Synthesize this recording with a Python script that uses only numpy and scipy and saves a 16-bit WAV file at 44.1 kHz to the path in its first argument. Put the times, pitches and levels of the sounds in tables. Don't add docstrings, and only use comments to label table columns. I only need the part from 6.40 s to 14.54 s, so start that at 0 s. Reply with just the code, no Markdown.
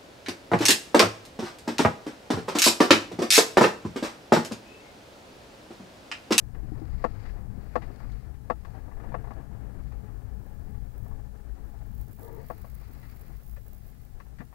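import sys
import numpy as np
from scipy import signal
from scipy.fft import rfft, irfft
from scipy.io import wavfile
from scipy.ndimage import uniform_filter1d

SR = 44100
rng = np.random.default_rng(int(sys.argv[2]) if len(sys.argv) > 2 else 0)


def dump_mix(stems):
    frames = np.atleast_2d(stems).T
    limited = np.clip(frames, -1, 1)
    pcm = np.round(limited * 32767).astype(np.int16)
    wavfile.write(sys.argv[1], SR, pcm)


N = 358974
T = np.arange(N) / SR


def road():
    # (time [s], rumble [dB], suspension drone [dB], tyre roar [dB])
    roughness = [(0, -54.5, -47.5, -58), (.33, -48, -45, -58), (.7, -54.5, -51, -57), (1.2, -52, -44, -57),
                 (1.42, -55, -46.5, -55), (1.58, -58, -53, -57), (1.75, -50, -45, -59),
                 (2.1, -56, -52, -63.5), (2.4, -51, -51, -57.5), (2.68, -57, -43.5, -53),
                 (2.95, -52, -49, -55.5), (3.7, -58.5, -46.5, -58), (4.1, -51, -48.5, -59.5),
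                 (4.62, -53, -47.5, -61), (5.2, -51.5, -51.5, -60.5), (5.95, -56.5, -48.5, -61.5),
                 (6.4, -56.5, -52, -63), (6.92, -54, -53.5, -62.5), (7.05, -57, -55, -64.5),
                 (8.14, -57, -56, -67)]
    rumble = level(roughness)

    # (time [s], level [dB])
    jolts = [(.2, -36.5), (.54, -37), (.7, -44), (.88, -48), (1.09, -47), (1.47, -39.5), (1.65, -37),
             (1.77, -41.5), (2.45, -46), (2.57, -43), (2.69, -35), (2.76, -37.5), (2.85, -40.5),
             (3.4, -39.5), (3.74, -51), (4.19, -48), (4.44, -54), (4.6, -47), (4.76, -40.5), (5.24, -57),
             (5.49, -46), (6.67, -49), (7.07, -48), (7.75, -44)]
    # (frequency [Hz], level [dB])
    heave_spectrum = [(10, -4), (25, 3.5), (40, -4.5), (50, -9.5), (70, -30)]
    heave = swells(jolts, rise_s=0.027, fall_s=0.036, bed=rumble * gain_of(3.5) * flicker(5.7, 2.1))
    heave *= steadied(coloured(heave_spectrum), samples=2500)

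    # (time [s], level [dB])
    ridges = [(.5, -35), (.62, -40), (.79, -61), (.94, -40), (1.32, -47), (1.47, -43), (1.72, -48),
              (1.87, -43), (2.16, -46), (2.44, -46.5), (2.56, -58), (2.83, -44), (3.08, -43), (3.26, -42.5),
              (3.44, -42.5), (3.56, -40), (3.74, -38), (3.9, -38), (4.2, -45), (4.31, -44), (4.42, -38),
              (4.6, -41), (4.73, -39.5), (5.1, -43), (5.43, -42.5), (5.58, -39), (5.98, -45.5), (6.2, -45),
              (6.36, -44.5), (6.66, -54), (6.94, -46), (7.14, -44)]
    boom_hz, boom_width_hz = 55.7, 21.8
    boom = swells(ridges, rise_s=0.047, fall_s=0.07, bed=rumble * gain_of(4.9) * flicker(22, 2.3))
    boom *= steadied(ringing_noise([(boom_hz, boom_width_hz, 0)]), samples=1600)

    # (frequency [Hz], width [Hz], level [dB])
    drone_modes = [(107.4, 35, 2), (136.7, 15, -6.5), (191.8, 66, -6), (262, 39, -17.5)]
    drone = evened(ringing_noise(drone_modes) * flicker(25, 0.23) * flicker(9, 1.9))

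    # (frequency [Hz], level [dB])
    tyre_spectrum = [(150, -10.5), (250, -0.5), (340, -4), (550, -8), (1020, -15.5), (1500, -19),
                     (2100, -26.5), (2900, -34.5), (4000, -48)]
    # (frequency [Hz], width [Hz], level [dB])
    panel_modes = [(406, 140, -15), (750, 190, -12), (1687, 230, -18)]
    roar = evened((coloured(tyre_spectrum) + ringing_noise(panel_modes)) * flicker(45, 2.9))
    return heave + boom + level(roughness, column=2) * drone + level(roughness, column=3) * roar


def steering_knocks():
    # (time [s], level [dB], bass [dB], middle [dB], brightness [dB per octave], tick [dB])
    snaps = [(0.6406, -16.5, -0.5, -3, 0.1, -53), (1.3549, -17, 2, -0.2, 1.5, -53.5),
             (2.099, -17.5, -2.5, -2, .2, -57), (2.248, -43.5, -8, -6, 8, -65),
             (2.7415, -24.5, 0, 1.5, 2.5, -64.5), (6.1001, -27.5, -1.5, 2, 0, -71),
             (6.243, -43, -3, 8, 4.5, -82), (7.8, -43.5, -16, -12, 8.5, -70)]
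    # (delay [s], level [dB])
    rebounds = [(.0017, 4), (.0036, 2), (.0054, 6), (.0073, 7), (.0112, -4), (.015, -11), (.0195, -8),
                (.024, -14)]
    out, blows = np.zeros(N), np.zeros(2000)
    blows[0] = 1
    for delay, db in rebounds:
        blows[round(delay * SR)] = gain_of(db)
    for (start, db, bass_db, middle_db, tilt_db, tick_db), tick in zip(snaps, ticks(len(snaps), t60=0.08)):
        knock = signal.fftconvolve(blows, dashboard_ring(3500, tilt_db, bass_db, middle_db))
        add(out, start, gain_of(db) * knock / abs(knock).max())
        add(out, start, gain_of(tick_db) * tick)
    return out


def dashboard_ring(samples, tilt_db, bass_db=0., middle_db=0., t60=np.inf):
    # (frequency [Hz], level [dB], time to fade 60 dB [s])
    modes = [(223, -1.5, 0.041), (268, -9.5, 0.045), (321, -19.5, 0.26), (437, -33, 0.028),
             (486, 0.5, 0.035), (671, 6, 0.042), (852, -16.5, 0.11), (947, 1.5, 0.029), (1133, 1.5, 0.023),
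             (1300, -8.5, 0.077), (1400, -8, 0.042), (1622, -15.5, 0.011), (1795, -4, 0.028),
             (1966, -3.5, 0.016), (2320, -10.5, 0.02), (2632, -17.5, 0.054), (2890, -10.5, 0.04)]
    hz, db, own_t60 = np.transpose(modes)[:, :, None]
    t = T[:samples]
    db = db + tilt_db * np.log2(hz / 1000) + bass_db * (hz < 600) + middle_db * (abs(hz - 740) < 120)
    direction = (-1.) ** (np.arange(len(hz))[:, None] // 3)
    tones = direction * gain_of(db - 60 * t / np.minimum(own_t60, t60)) * np.sin(2 * np.pi * hz * t)
    contact_s = 0.00036
    blow = np.exp(-((T[:60] - contact_s) / (contact_s / 3)) ** 2 / 2)
    return np.convolve(tones.sum(0), blow)


def trim_rattles():
    # (time [s], level [dB], brightness [dB per octave], time for chatter to fade 60 dB [s])
    rattles = [(0.146, -58.5, 13, 0.035), (0.348, -58.5, 2, 0.063), (0.528, -75, 6, 0.1),
               (0.758, -66, 15, 0.1), (0.852, -55.5, 17.5, 0.096), (0.893, -60.5, 15, 0.027),
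               (0.964, -59, 5, 0.12), (1.06, -60.5, -2, 0.08), (1.419, -52, 15, 0.094),
               (1.499, -50, -7, 0.05), (1.601, -54.5, 8.5, 0.13), (1.939, -66, 16, 0.098),
               (2.269, -56, -1, 0.19), (2.479, -53.5, -1, 0.076), (2.513, -56, 3, 0.086),
               (2.568, -57.5, 2, 0.056), (2.599, -55.5, 8, 0.08), (2.635, -51, 3.5, 0.047),
               (2.669, -60, -2, 0.08), (2.687, -64, 16, 0.08), (2.719, -49.5, 4, 0.055),
               (2.841, -50.5, 3.5, 0.071), (2.872, -50, 1, 0.096), (2.906, -47.5, 2.5, 0.1),
               (3.005, -60, 0, 0.081), (3.107, -56, -6, 0.12), (3.404, -72, -3, 0.068),
               (3.518, -61.5, 11, 0.038), (4.343, -62, 5, 0.083), (4.66, -56, -1, 0.033),
               (4.711, -58, 0, 0.088), (5.338, -58, -3.5, 0.13), (5.787, -57.5, -6, 0.075),
               (6.409, -62, 2, 0.13), (6.629, -62, 16, 0.21), (6.899, -65, 3, 0.08), (7.163, -61, 16, 0.06),
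               (7.985, -59, 18, 0.11), (8.003, -51.5, 7.5, 0.074), (8.127, -59.5, 3.5, 0.18)]
    out, t = np.zeros(N), T[:4000]
    hold_s = 0.0083
    first_hit = 1.4 * np.exp(-t / 0.00047)
    noises = rng.standard_normal((len(rattles), len(t)))
    for (start, db, tilt_db, t60), noise, tick in zip(rattles, noises, ticks(len(rattles), t60=0.12)):
        fade = gain_of(-60 * np.maximum(t - hold_s, 0) / t60)
        rattle = signal.fftconvolve(noise * (first_hit + fade), dashboard_ring(900, tilt_db, t60=0.018))
        add(out, start, gain_of(db) * rattle / np.std(rattle[:600]))
        add(out, start, gain_of(db - 28.5 + 1.03 * tilt_db) * tick)
    return out


def suspension_thuds():
    # (time [s], level [dB], pitch [Hz])
    thuds = [(0.231, -41, 306), (0.318, -34, 303), (0.416, -33, 315), (1.176, -40.5, 226),
             (2.344, -45.5, 768), (2.688, -48, 313), (2.96, -49, 650), (3.164, -51, 232),
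             (6.895, -50.5, 330), (7.172, -52, 562), (7.998, -39.5, 158), (8.005, -38.5, 244),
             (8.008, -50, 471)]
    partials = [(1, 1), (0.853, .5), (1.2, 0.24), (2.5, 0.15)]
    out, t = np.zeros(N), T[:5000]
    envelope = 1.23 * gain_of(-60 * t / 0.087) * (1 - np.exp(-t / 0.0029))
    for start, db, hz in thuds:
        swing = sum(strength * np.sin(2 * np.pi * ratio * hz * t) for ratio, strength in partials)
        add(out, start, gain_of(db) * envelope * swing)
    return out


def rubber_groan():
    # (start [s], hold [s], level [dB])
    creep = [(5.83, 0.17, -52)]
    # (frequency [Hz], width [Hz], level [dB])
    modes = [(437, 200, 2.5), (510, 62, -7), (660, 67, -7), (860, 82, -7), (930, 79, -7), (1160, 150, -9.5),
             (1720, 200, -16), (1970, 210, -17)]
    start_hz, sag_hz_per_s = 463, 91
    hz = (start_hz - sag_hz_per_s * np.clip(T - creep[0][0], 0, 1)) * flicker(35, 0.071)
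    tone = np.sin(2 * np.pi * np.cumsum(hz) / SR)
    groan = evened(gain_of(6.0) * tone + ringing_noise(modes) * flicker(40, 1.4))
    return swells(creep, rise_s=0.013, fall_s=0.036) * groan


def plastic_clicks():
    # (time [s], level [dB])
    clicks = [(0.3985, -60), (0.5294, -69), (1.5594, -57), (1.7175, -59), (2.9352, -63), (5.829, -64),
              (5.877, -62), (3.5194, -70), (5.3882, -65)]
    out = np.zeros(N)
    for (start, db), tick in zip(clicks, ticks(len(clicks), t60=0.028)):
        add(out, start, gain_of(db) * tick / abs(tick).max())
    return out


def ticks(count, t60):
    # (frequency [Hz], level [dB])
    spectrum = [(2500, -20), (3300, 2.5), (4600, 2), (5600, -5.5), (7500, -9), (10000, -19), (15500, -17)]
    t = T[:2500]
    noises = coloured(spectrum)[:count * len(t)].reshape(count, -1)
    return noises * gain_of(-60 * t / t60) * (1 - np.exp(-t / 0.0008))


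def sliding_hands():
    # (start [s], hold [s], level [dB])
    slides = [(.3, 0.34, -82.5), (.6, 0.27, -75.5), (1.27, 0.5, -79.5), (2.29, .02, -84.5),
              (3.47, .02, -87), (6.03, 0.21, -80.5), (6.45, 0.21, -79), (6.85, 0.061, -82),
              (7.49, .02, -86.5)]
    # (frequency [Hz], width [Hz], level [dB])
    rim_bands = [(1230, 400, 5), (1950, 1150, 7), (4550, 1540, 0.5), (7000, 1400, -11)]
    grain = flicker(110, 2.5)
    return swells(slides, rise_s=0.14, fall_s=.11, bed=gain_of(-90)) * ringing_noise(rim_bands) * grain


def engine():
    # (frequency [Hz], width [Hz], level [dB])
    hum_band = [(141.4, 14, -66)]
    # (frequency [Hz], width [Hz], level [dB])
    whine_bands = [(428.4, 6.5, -4.5), (834, 25, -7.5), (1756, 29, -22)]
    # (time [s], level [dB])
    whine_curve = [(0, -70.5), (2.3, -67.5), (3.3, -67), (4.5, -65.5), (5.7, -66.5), (6.2, -75.5),
                   (8.14, -75.5)]
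    return ringing_noise(hum_band) + level(whine_curve) * ringing_noise(whine_bands)


def electronic_buzz():
    # (time [s], level [dB])
    bed_curve = [(0, -87), (3.4, -83), (3.65, -75), (3.9, -76), (4.15, -69), (4.45, -73), (5.1, -78),
                 (5.5, -65), (6.0, -62.5), (6.45, -62), (6.95, -63.5), (7.55, -68), (7.95, -77),
                 (8.14, -72)]
    # (start [s], hold [s], level [dB])
    flares = [(.4, 0.066, -78), (1.02, .01, -75), (1.25, .01, -70), (1.48, .04, -76), (2.64, .01, -77),
              (4.06, .01, -71), (4.31, .01, -72), (4.56, 0.13, -63.5), (4.96, .01, -82), (5.31, .01, -71),
              (5.61, 0.011, -55.5), (5.73, .01, -56.5), (5.84, .01, -52.5), (5.95, .01, -63),
              (6.08, 0.014, -59), (6.21, 0.0082, -60), (6.31, .01, -63), (6.53, 0.035, -63),
              (6.71, .01, -62), (6.79, .03, -58.5), (6.97, 0.048, -68), (7.07, .06, -57), (7.2, .01, -64),
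              (7.28, 0.094, -59.5), (7.48, .01, -58.5), (7.64, .01, -64), (7.86, .02, -71),
              (8.04, .01, -72)]
    # (frequency [Hz], level [dB])
    spectrum = [(2000, -22), (5000, -21), (8000, -17.5), (11000, -12), (14000, -6), (16000, 0)]
    buzz_hz = 60 / 1.001
    cycles = T * buzz_hz - .08
    chance = rng.standard_normal((int(cycles[-1]) + 2, 3))
    size, lateness, width = chance[np.floor(cycles).astype(int) + 1].T
    offset = (cycles % 1 - .55 - 0.044 * lateness) / (0.15 * gain_of(2.9 * width))
    shape = np.where(offset > 0, np.exp(-offset ** 8), np.exp(-(offset / 1.7) ** 2))
    bursts = shape * gain_of(1.2 * size) * flicker(300, 7.0) + 0.55
    bursts /= np.sqrt(uniform_filter1d(bursts ** 2, 3000))
    loudness = swells(flares, rise_s=0.048, fall_s=0.028, bed=level(bed_curve) * flicker(20, 2.0))
    return loudness * bursts * coloured(spectrum)


def gain_of(db):
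    return 10 ** (np.asarray(db) / 20)


def evened(x):
    return x / np.sqrt(np.mean(x ** 2) + 1e-20)


def steadied(x, samples):
    return evened(x / (uniform_filter1d(x ** 2, samples) + 0.13) ** 0.22)


def level(rows, column=1):
    times, db = np.array(rows)[:, [0, column]].T
    return gain_of(np.interp(T, times, db)) * (T >= times[0]) * (T <= times[-1])


def swells(rows, rise_s, fall_s, bed=0.):
    power = bed ** 2 + np.zeros(N)
    for start, *hold, db in rows:
        away = np.maximum((start - T) / rise_s, (T - start - sum(hold)) / fall_s)
        power += gain_of(db) ** 2 * np.exp(-2 * np.maximum(away, 0) ** 2)
    return np.sqrt(power)


def flicker(per_s, depth_db):
    steps = rng.standard_normal(int(N / SR * 400) + 2)
    return gain_of(depth_db * np.interp(T * per_s, np.arange(len(steps)), steps))


def coloured(points):
    point_hz, db = np.transpose(points)
    hz = np.fft.rfftfreq(N, 1 / SR)
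    shape_db = np.interp(np.log(hz + 1), np.log(point_hz + 1), db, left=-100, right=-100)
    return evened(irfft(rfft(rng.standard_normal(N)) * gain_of(shape_db), N))


def ringing_noise(modes):
    f = np.fft.rfftfreq(N, 1 / SR)
    power = sum(gain_of(db) ** 2 / width / (1 + (2 * (f - hz) / width) ** 2) ** 2 for hz, width, db in modes)
    total_gain = np.sqrt(sum(gain_of(db) ** 2 for _, _, db in modes))
    return total_gain * evened(irfft(rfft(rng.standard_normal(N)) * np.sqrt(power), N))


def add(mix, start_s, sound):
    part = mix[round(start_s * SR):][:len(sound)]
    part += sound[:len(part)]


def scene():
    cabin = engine() + road() + sliding_hands() + steering_knocks()
    cabin += trim_rattles() + plastic_clicks() + rubber_groan() + suspension_thuds()
    return np.array([cabin, electronic_buzz()])


def record(dry):
    # (frequency [Hz], level [dB])
    whine_tones = [(9982, -89), (10058, -89)]
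    # (left level [dB], right level [dB])
    hiss_db = [-69.5, -67]
    preamp_db, cutoff_hz = 7.5, 15780
    whine = sum(gain_of(db) * np.sin(2 * np.pi * hz * T) for hz, db in whine_tones)
    wet = np.array([gain_of(preamp_db) * dry[0] + whine, dry[1]])
    wet += gain_of(hiss_db)[:, None] * rng.standard_normal((2, N))
    treble_cut = signal.firwin(1023, cutoff_hz, window=("kaiser", 9), fs=SR)
    return signal.oaconvolve(wet, treble_cut[None], "same")


dry = scene()
out = record(dry)
dump_mix(out)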